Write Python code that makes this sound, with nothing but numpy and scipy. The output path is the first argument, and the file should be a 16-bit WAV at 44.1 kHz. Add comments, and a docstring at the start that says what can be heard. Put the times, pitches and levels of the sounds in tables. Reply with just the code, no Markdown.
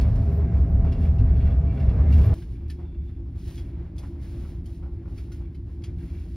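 """Railway carriage, corridor and window seat

A stereo microphone rides at the end of the corridor, over the bogie, then abruptly at a quieter seat.
Rough rails make the car body boom and the wheels roar; electrical machines hum, and a grazing wheel
sings faintly, very high up. Jolted fittings clink, clack and knock, shaken panels drone, trim rattles,
and cloth rustles close to the microphone."""
import sys
import numpy as np
from scipy.fft import rfft, irfft, next_fast_len
from scipy.io import wavfile
from scipy.ndimage import uniform_filter1d, map_coordinates

SR = 44100
rng = np.random.default_rng(int(sys.argv[2]) if len(sys.argv) > 2 else 0)


def to_wav(sig):
    """Store sig (one row per channel, or 1-D mono) as 16-bit WAV at the path in sys.argv[1].

    Samples outside -1..1 are clipped; the rate is SR.
    """
    pcm = np.clip(np.atleast_2d(sig), -1, 1) * 32767
    pcm = np.round(pcm).astype(np.int16)
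    wavfile.write(sys.argv[1], SR, pcm.T)  # frames by channels


N = 280467
TIME = np.arange(N) / SR


def amp(db):
    """Decibels to gain."""
    return 10 ** (np.asarray(db) / 20)


def unit(x):
    """Scale to rms 1."""
    return x / np.sqrt(np.mean(x ** 2) + 1e-20)


def along(points, hz):
    """Read (f/Hz, value) points on a log frequency axis."""
    f, v = np.transpose(points)
    return np.interp(np.log(hz + 1), np.log(f + 1), v)


def wobble(rate, count=N):
    """A smooth random curve of count samples, rate knots a second."""
    return map_coordinates(rng.standard_normal(int(count * rate / SR) + 4), [TIME[:count] * rate])


def tone(hz):
    """A sine that follows one frequency per sample."""
    return np.sin(2 * np.pi * np.cumsum(hz) / SR)


def filtered(x, response):
    """Filter x by a function of frequency."""
    m = next_fast_len(x.shape[-1] + SR // 4)
    return irfft(rfft(x, m) * response(np.fft.rfftfreq(m, 1 / SR)), m)[..., :x.shape[-1]]


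def resonances(modes, f):
    """The response of (f/Hz, width/Hz, level/dB) modes of alternating sign."""
    return sum((-1) ** k * amp(db) * 1j * f * width / (hz * hz - f * f + 1j * f * width)
               for k, (hz, width, db) in enumerate(modes))


def swells(rows, attack_s, release_db_per_s):
    """The joint gain of (t/s, length/s, level/dB) events that swell, hold and die away."""
    power = 0
    for s, length, db in rows:
        attack = np.clip((TIME - s) / attack_s, 0, 1)
        fall_db = release_db_per_s * np.maximum(TIME - s - length, 0)
        power += (attack * amp(db - fall_db)) ** 2
    return np.sqrt(power)


def sustained(x, span_s):
    """Even out the swells slower than span_s, keeping the fast beating."""
    power = np.abs(uniform_filter1d(np.mean(x ** 2, axis=0), int(span_s * SR) + 1))
    return unit(x / np.sqrt(uniform_filter1d(power, SR // 20) + 1e-6))


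# stereo width at the microphone: f/Hz, side minus mid/dB
STEREO_WIDTH = [(70, -43.5), (200, -27.5), (350, -17.5), (650, -6.5), (1400, -11.5), (3000, -9),
                (10000, -24)]
def at_microphone(pair, response):
    """Two noises, filtered, become left and right at rms 1: long waves reach both ports alike."""
    coloured = filtered(pair, response)
    mid, side = filtered(coloured, lambda hz: np.array([np.ones_like(hz), amp(along(STEREO_WIDTH, hz))]))
    return unit(np.array([mid + side, mid - side]))


def rush(spectrum, grain_db=0):
    """Stereo noise, ending an octave above its last point; grain_db clumps it into millisecond grains."""
    force = rng.standard_normal((2, N)) * amp(grain_db * wobble(700))
    return at_microphone(force, lambda hz: amp(along(spectrum, hz)) * (hz < 2 * spectrum[-1][0]))


# a wheel below the corridor: centre t/s, half length/s, f/Hz, level/dB
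WHEEL_NOTES = [(0.363, 0.033, 14670, -61), (0.705, .025, 14900, -71), (2.197, 0.11, 14800, -65),
               (2.263, 0.067, 14170, -62)]
def wheel_singing(wander_hz=110, flutter_db=4):
    """A flange grazes the rail and a high wheel mode swells for a moment, catching and slipping."""
    out = np.zeros(N)
    for s, half_length, hz, db in WHEEL_NOTES:
        note = unit(tone(hz + wander_hz * wobble(600)) * amp(flutter_db * wobble(90)))
        out += amp(db) * np.exp(-((TIME - s) / half_length) ** 2) * note
    return out


# cloth close to the microphone, spectrum before the tilt: f/Hz, relative level/dB
CLOTH_SPECTRUM = [(600, -16), (1800, 1.5), (5500, 1.5), (8000, -5.5), (11500, -2.5), (15500, -6)]
# its strokes: t/s, length/s, level/dB
CLOTH_STROKES = [(-0.06, .42, -65.5), (0.49, 0.088, -68), (0.955, 0.09, -61), (1.305, 0.21, -67.5),
                 (1.69, 0.24, -68), (2.08, 0.17, -56.5), (2.29, .1, -62), (2.46, .08, -74), (2.97, .2, -80),
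                 (3.345, 0.11, -64), (3.43, 0.13, -59.5), (3.97, 0.071, -66), (4.18, 0.3, -65),
                 (4.63, 0.11, -66.5), (5.05, .08, -71.5), (5.13, 0.074, -65), (5.29, 0.058, -67),
                 (5.63, .11, -75.5), (5.95, 0.48, -68)]
def cloth_rustle(rest_db, grain_db, tilt_db_per_octave, uneven_db):
    """Cloth rustles in strokes of dense tiny grains; the tilt sets its brightness."""
    gain = np.hypot(amp(rest_db), swells(CLOTH_STROKES, attack_s=0.055, release_db_per_s=116))
    colour = [(hz, db + tilt_db_per_octave * np.log2(hz)) for hz, db in CLOTH_SPECTRUM]
    return gain * amp(uneven_db * wobble(22)) * rush(colour, grain_db)


# fits of rattling in the loose trim: t/s, length/s, level/dB
RATTLE_FITS = [(-0.02, 0.037, -53), (.84, 0.11, -61), (.99, 0.056, -56), (1.275, 0.019, -62),
               (1.33, 0.16, -57.5), (1.64, .28, -61), (2.12, 0.16, -58.5), (2.5, 0.32, -72.5),
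               (2.76, 0.41, -74), (3.6, 0.15, -70), (4.2, 0.21, -70.5), (5.16, 0.036, -64),
               (5.37, 0.11, -70.5), (5.96, 0.265, -67)]
# its modes: f/Hz, width/Hz, relative level/dB
LOOSE_TRIM_MODES = [(1560, 260, -0.5), (2320, 180, 1.5), (2732, 100, 1), (3400, 130, -3.5),
                    (4330, 180, -11)]
def trim_rattle(chatter_db=3.0):
    """Loose trim chatters against its frame in fits, each contact ringing its modes."""
    contacts = rng.standard_normal((2, N)) * amp(chatter_db * wobble(130))
    ring = at_microphone(contacts, lambda f: resonances(LOOSE_TRIM_MODES, f))
    return swells(RATTLE_FITS, attack_s=0.037, release_db_per_s=173.5) * ring


def machine_hum(lines, waver_db, wander_rate=18):
    """Machine tones wander in pitch and flutter in strength as the car shakes."""
    return sum(amp(db) * unit(tone(hz + wander_hz * wobble(wander_rate)) * amp(waver_db * wobble(20)))
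               for hz, db, wander_hz in lines)


# panels and strips of trim that catch the vibration: t/s, length/s, f/Hz, level/dB
PANEL_NOTES = [(0.206, 0.2, 402.8, -43.5), (0.854, 0.14, 259.6, -37), (1.64, 0.088, 2290, -63),
               (2.776, 0.4, 3500, -79), (5.937, 0.1, 168.6, -38.5)]
def panel_drones(flutter_db=3, rough=0.024):
    """A shaken panel swells on one of its modes and dies away; chafing roughens its pitch."""
    out = np.zeros(N)
    for s, length, hz, db in PANEL_NOTES:
        note = unit(tone(hz * (1 + rough * wobble(300))) * amp(flutter_db * wobble(45)))
        out += swells([(s, length, db)], attack_s=0.033, release_db_per_s=220.5) * note
    return out


# the body of a loose fitting: f/Hz, width/Hz, relative level/dB
FITTING_MODES = [(760, 270, 8), (1440, 290, 4.5), (2120, 410, 4), (3080, 800, 1), (4230, 1400, 0.5),
                 (5800, 1600, -1), (11000, 3600, -4)]
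def jolt(s, db, pitch_hz, t60, ring_db, bright_db, octaves, rise_s, chatter_db=1.5, rough=0.012):
    """A jolt makes a fitting chatter and ring; bright_db lifts its treble."""
    def response(f):
        band = (1 + (np.log2((f + 1) / pitch_hz) / octaves) ** 4) ** -.5
        treble_lift = 1 + amp(bright_db) * f / FITTING_MODES[-1][0]
        return resonances(FITTING_MODES, f) * band * treble_lift

    out, t = np.zeros((2, N + SR)), np.arange(SR // 2) / SR
    buzz = at_microphone(rng.standard_normal((2, len(t))), response)
    chatter = wobble(400, count=len(t))
    ring = unit(tone(pitch_hz * (1 + rough * chatter)))
    direct = unit(buzz * amp(chatter_db * chatter) + amp(ring_db) * ring) * amp(-60 * t / t60)
    tail = buzz * amp(-24 - 60 * t / 0.8)  # the compartment's weak, diffuse tail, t60 0.8 s
    attack = 1 - np.exp(-t / rise_s)
    out[:, round(s * SR):][:, :len(t)] += .5 * amp(db) * (direct + tail) * attack
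    return out[:, :N]


# small metal parts in the carriage: t/s, level/dB, f/Hz, ring against chatter/dB
METAL_CLINKS = [(.008, -43.5, 4380, -6.5), (.155, -52.5, 5030, -5), (0.921, -42.5, 2750, -3),
                (1.183, -47, 2715, -0.5), (1.797, -48, 2750, 2), (1.889, -48.5, 2720, 0),
                (2.124, -38, 2770, -2.5), (3.576, -43, 3330, 1.5)]
def clinks():
    """Small metal parts are jolted and ring clearly."""
    return sum(jolt(s, db, hz, t60=0.12, ring_db=ring_db, bright_db=-4, octaves=0.86, rise_s=0.0017)
               for s, db, hz, ring_db in METAL_CLINKS)


# the metal of a clacking fitting: multiple of the lowest mode, relative level/dB
METAL_MODES = [(1, -2), (1.43, -6), (1.88, -8.5), (2.17, -10.5)]
def clack_ring(s, db, lowest_hz, t60=0.11, rough=0.025):
    """A clack leaves its fitting ringing, hollow and a little rough as it settles."""
    out, t = np.zeros(N + SR), np.arange(SR // 2) / SR
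    for multiple, mode_db in METAL_MODES:
        mode = tone(lowest_hz * multiple * (1 + rough * wobble(500, count=len(t))))
        out[round(s * SR):][:len(t)] += amp(db + mode_db - 60 * t / t60) * mode
    return out[:N]


# loose fittings heard from the seat: t/s, level/dB, chatter f/Hz, brightness/dB, lowest mode f/Hz
FITTING_CLACKS = [(2.42, -50.5, 2310, 0.5, 1630), (2.699, -40.5, 3170, 11, 1790),
                  (3.981, -42.5, 4640, 2, 3410), (4.658, -51.5, 4600, 8.5, 3200),
                  (5.178, -47.5, 2900, 2.5, 2410), (5.318, -46, 3300, 22, 1453),
                  (5.546, -54.5, 2350, 10, 2150), (5.838, -40.5, 3430, -7, 3290)]
def clacks(touch_lead_s=0.019, touch_db=-15.5, metal_db=-7.5):
    """A loose fitting touches lightly, then strikes hard, and its metal rings."""
    touches = [(s - touch_lead_s, db + touch_db, *colour) for s, db, *colour in FITTING_CLACKS]
    contacts = sum(jolt(s, db, hz, t60=0.093, ring_db=-15, bright_db=bright, octaves=1, rise_s=0.0025)
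                   for s, db, hz, bright, _ in FITTING_CLACKS + touches)
    rings = sum(clack_ring(s, db + metal_db, lowest_hz) for s, db, _, _, lowest_hz in FITTING_CLACKS)
    return contacts + rings


# knocks in the panelling: t/s, level/dB, f/Hz, t60/s
PANEL_KNOCKS = [(.842, -35.5, 710, 0.18), (2.785, -50, 716, 0.46), (3.09, -52.5, 1740, 0.093),
                (4.031, -39, 1033, 0.1), (4.445, -49.5, 1310, 0.16), (4.822, -45.5, 827, 0.31),
                (5.056, -39.5, 1050, 0.031), (5.077, -43, 850, 0.073), (5.405, -50, 600, 0.15)]
def knocks(wall_hz=525, wall_db=-6):
    """The panelling knocks, low and soft, and the wall behind it thuds."""
    panels = sum(jolt(s, db, hz, t60, ring_db=-7, bright_db=-9, octaves=0.71, rise_s=0.0046)
                 for s, db, hz, t60 in PANEL_KNOCKS)
    wall = sum(jolt(s, db + wall_db, wall_hz, t60, ring_db=-6.5, bright_db=-19, octaves=0.099,
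                    rise_s=0.0027) for s, db, _, t60 in PANEL_KNOCKS)
    return panels + wall


# brief swells of the low rumble: t/s, swell/dB
BOOM_SWELLS = [(0.16, 3.5), (0.79, 2.5), (1.22, 6.5), (2.18, 6), (4.42, 8), (5.12, 5), (6.01, 6),
               (6.16, 6.5)]
def boom_swell(half_length_s=0.034):
    """The rise in dB as the low rumble briefly swells."""
    return sum(db * np.exp(-((TIME - s) / half_length_s) ** 2) for s, db in BOOM_SWELLS)


# thin trim that trembles with the ride: f/Hz, width/Hz, relative level/dB
THIN_TRIM_MODES = [(1680, 310, 0.5), (2130, 140, 3), (2340, 59, 2.5), (2710, 37, -2.5), (3510, 67, -6)]
def rolling(ride, boom, panels, roar, shell_db, panel_db, trim_db, sway_db, flutter_db, tremble_db):
    """Rough rails shake the shell, the panels and the trim; the wheels' roar flutters as they turn."""
    times, boom_levels, roar_levels = np.transpose(ride)
    boom_db = np.interp(TIME, times, boom_levels)
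    roar_db = np.interp(TIME, times, roar_levels)
    swell_db = boom_swell()
    shake_db = 0.39 * (roar_db - np.mean(roar_levels)) + 0.1 * swell_db  # the panels partly follow both
    shell = amp(boom_db + shell_db + swell_db + sway_db * wobble(6.6)) * sustained(rush(boom), 0.22)
    walls = amp(panel_db + shake_db) * sustained(rush(panels), span_s=0.2)
    wheels = amp(roar_db + flutter_db * wobble(25)) * rush(roar)
    trim = at_microphone(rng.standard_normal((2, N)), lambda f: resonances(THIN_TRIM_MODES, f))
    return shell + walls + wheels + amp(roar_db + trim_db + tremble_db * wobble(16)) * trim


# the ride at the window seat: t/s, boom level/dB, roar level/dB
WINDOW_RIDE = [(2.35, -34.5, -60), (2.6, -30.5, -65.5), (3.3, -32, -66.5), (3.64, -32.5, -61),
               (4.44, -34, -58.5), (4.6, -33.5, -63.5), (4.98, -33.5, -65), (5.42, -34, -64.5),
               (5.66, -34.5, -68), (5.92, -32, -62.5), (6.36, -35.5, -66)]
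# spectra there of floor and shell, wall panels, and wheels on rails: f/Hz, relative level/dB
WINDOW_SHELL = [(20, -47), (27, -23), (35, -6.5), (48, -11.5), (62, -5.5), (73, 2), (98, -10), (112, -6.5),
                (130, -21.5), (200, -73)]
WINDOW_PANELS = [(80, -40.5), (120, -2.5), (168, 0), (192, -5.5), (250, -6), (283, -2.5), (314, -12),
                 (334, -2), (347, -1), (356, -12.5), (420, -19.5), (620, -60)]
WINDOW_WHEELS = [(250, -42), (450, 1.5), (720, -2.5), (1100, -10), (1700, -17), (2300, -19), (3200, -23),
                 (6000, -33), (15000, -49)]
# the generator: f/Hz, level/dB, wander/Hz
WINDOW_HUM = [(57.3, -38.5, 0.75), (168.5, -51.5, 2.085), (345.8, -54, 4.2)]
def window_seat():
    """Microphone behind the closed window: the roar is muffled; a generator drones under the floor."""
    ride = rolling(WINDOW_RIDE, WINDOW_SHELL, WINDOW_PANELS, WINDOW_WHEELS,
                   shell_db=-1.5, panel_db=-44, trim_db=-14.5, sway_db=0.9, flutter_db=2, tremble_db=5)
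    hum = machine_hum(WINDOW_HUM, waver_db=1.8)
    cloth = amp(1.46) * cloth_rustle(rest_db=-81.5, grain_db=1.5, tilt_db_per_octave=-1.05, uneven_db=1.44)
    return ride + hum + cloth


# the ride over the bogie: t/s, boom level/dB, roar level/dB
BOGIE_RIDE = [(0.0, -17, -44), (0.18, -20.5, -48), (0.3, -21, -46), (0.6, -18.5, -47), (1.62, -18.5, -48),
              (1.8, -26.5, -46.5), (1.9, -17.5, -45), (2.34, -17, -41)]
# spectra there of floor and shell, wall panels, and wheels on rails: f/Hz, relative level/dB
BOGIE_SHELL = [(20, -50), (27, -23.5), (38, -5), (52, -16), (63, 1.5), (69, -4), (76, 2), (86, -14.5),
               (110, -8.5), (135, -34.5), (200, -69)]
BOGIE_PANELS = [(80, -47.5), (120, 1), (170, -1), (220, -11.5), (255, -6.5), (305, -18.5), (410, -19),
                (470, -30), (650, -66)]
BOGIE_WHEELS = [(250, -41.5), (450, 3.5), (660, 2), (740, -6), (950, -7), (1200, -10.5), (2000, -18),
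                (2700, -23.5), (3400, -31.5), (6000, -35.5), (15000, -70.5)]
# electrical machines: f/Hz, level/dB, wander/Hz
BOGIE_HUM = [(410.7, -54.5, 4), (671, -51.5, 7), (781, -57, 2.5)]
def corridor():
    """End of the corridor, over the bogie, with little between the wheels and the microphone."""
    ride = rolling(BOGIE_RIDE, BOGIE_SHELL, BOGIE_PANELS, BOGIE_WHEELS,
                   shell_db=0, panel_db=-29, trim_db=-20.5, sway_db=-1, flutter_db=1.4, tremble_db=5.5)
    hum = machine_hum(BOGIE_HUM, waver_db=1.5, wander_rate=50)
    cloth = cloth_rustle(rest_db=-73, grain_db=1, tilt_db_per_octave=-2, uneven_db=0.8)
    return ride + hum + cloth + wheel_singing()


def scene(move_s=2.342, fade_s=0.0016, click_db=-23, click_decay_s=0.00004):
    """The corridor gives way abruptly to the window seat, with a small click."""
    seated = np.clip((TIME - move_s) / fade_s + .5, 0, 1)
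    click = amp(click_db) * (TIME >= move_s) * np.exp(-np.abs(TIME - move_s) / click_decay_s)
    carriage = (1 - seated) * corridor() + seated * window_seat()
    return carriage + clinks() + clacks() + knocks() + panel_drones() + trim_rattle() + click


# phase between the microphone's two ports: f/Hz, lead of the left/rad
LEFT_LEAD = [(300, 0), (5200, .5), (6200, 1.99), (7200, 2), (9000, 5.5), (12000, 8), (15700, 11.5)]
def record(dry, top_hz=15780):
    """The microphone's ports drift apart in phase in the treble; nothing passes above top_hz."""
    sides = np.array([[1], [-1]])
    return filtered(dry, lambda hz: np.exp(.5j * along(LEFT_LEAD, hz) * sides) * (hz < top_hz))


dry = scene()
out = record(dry)
to_wav(out)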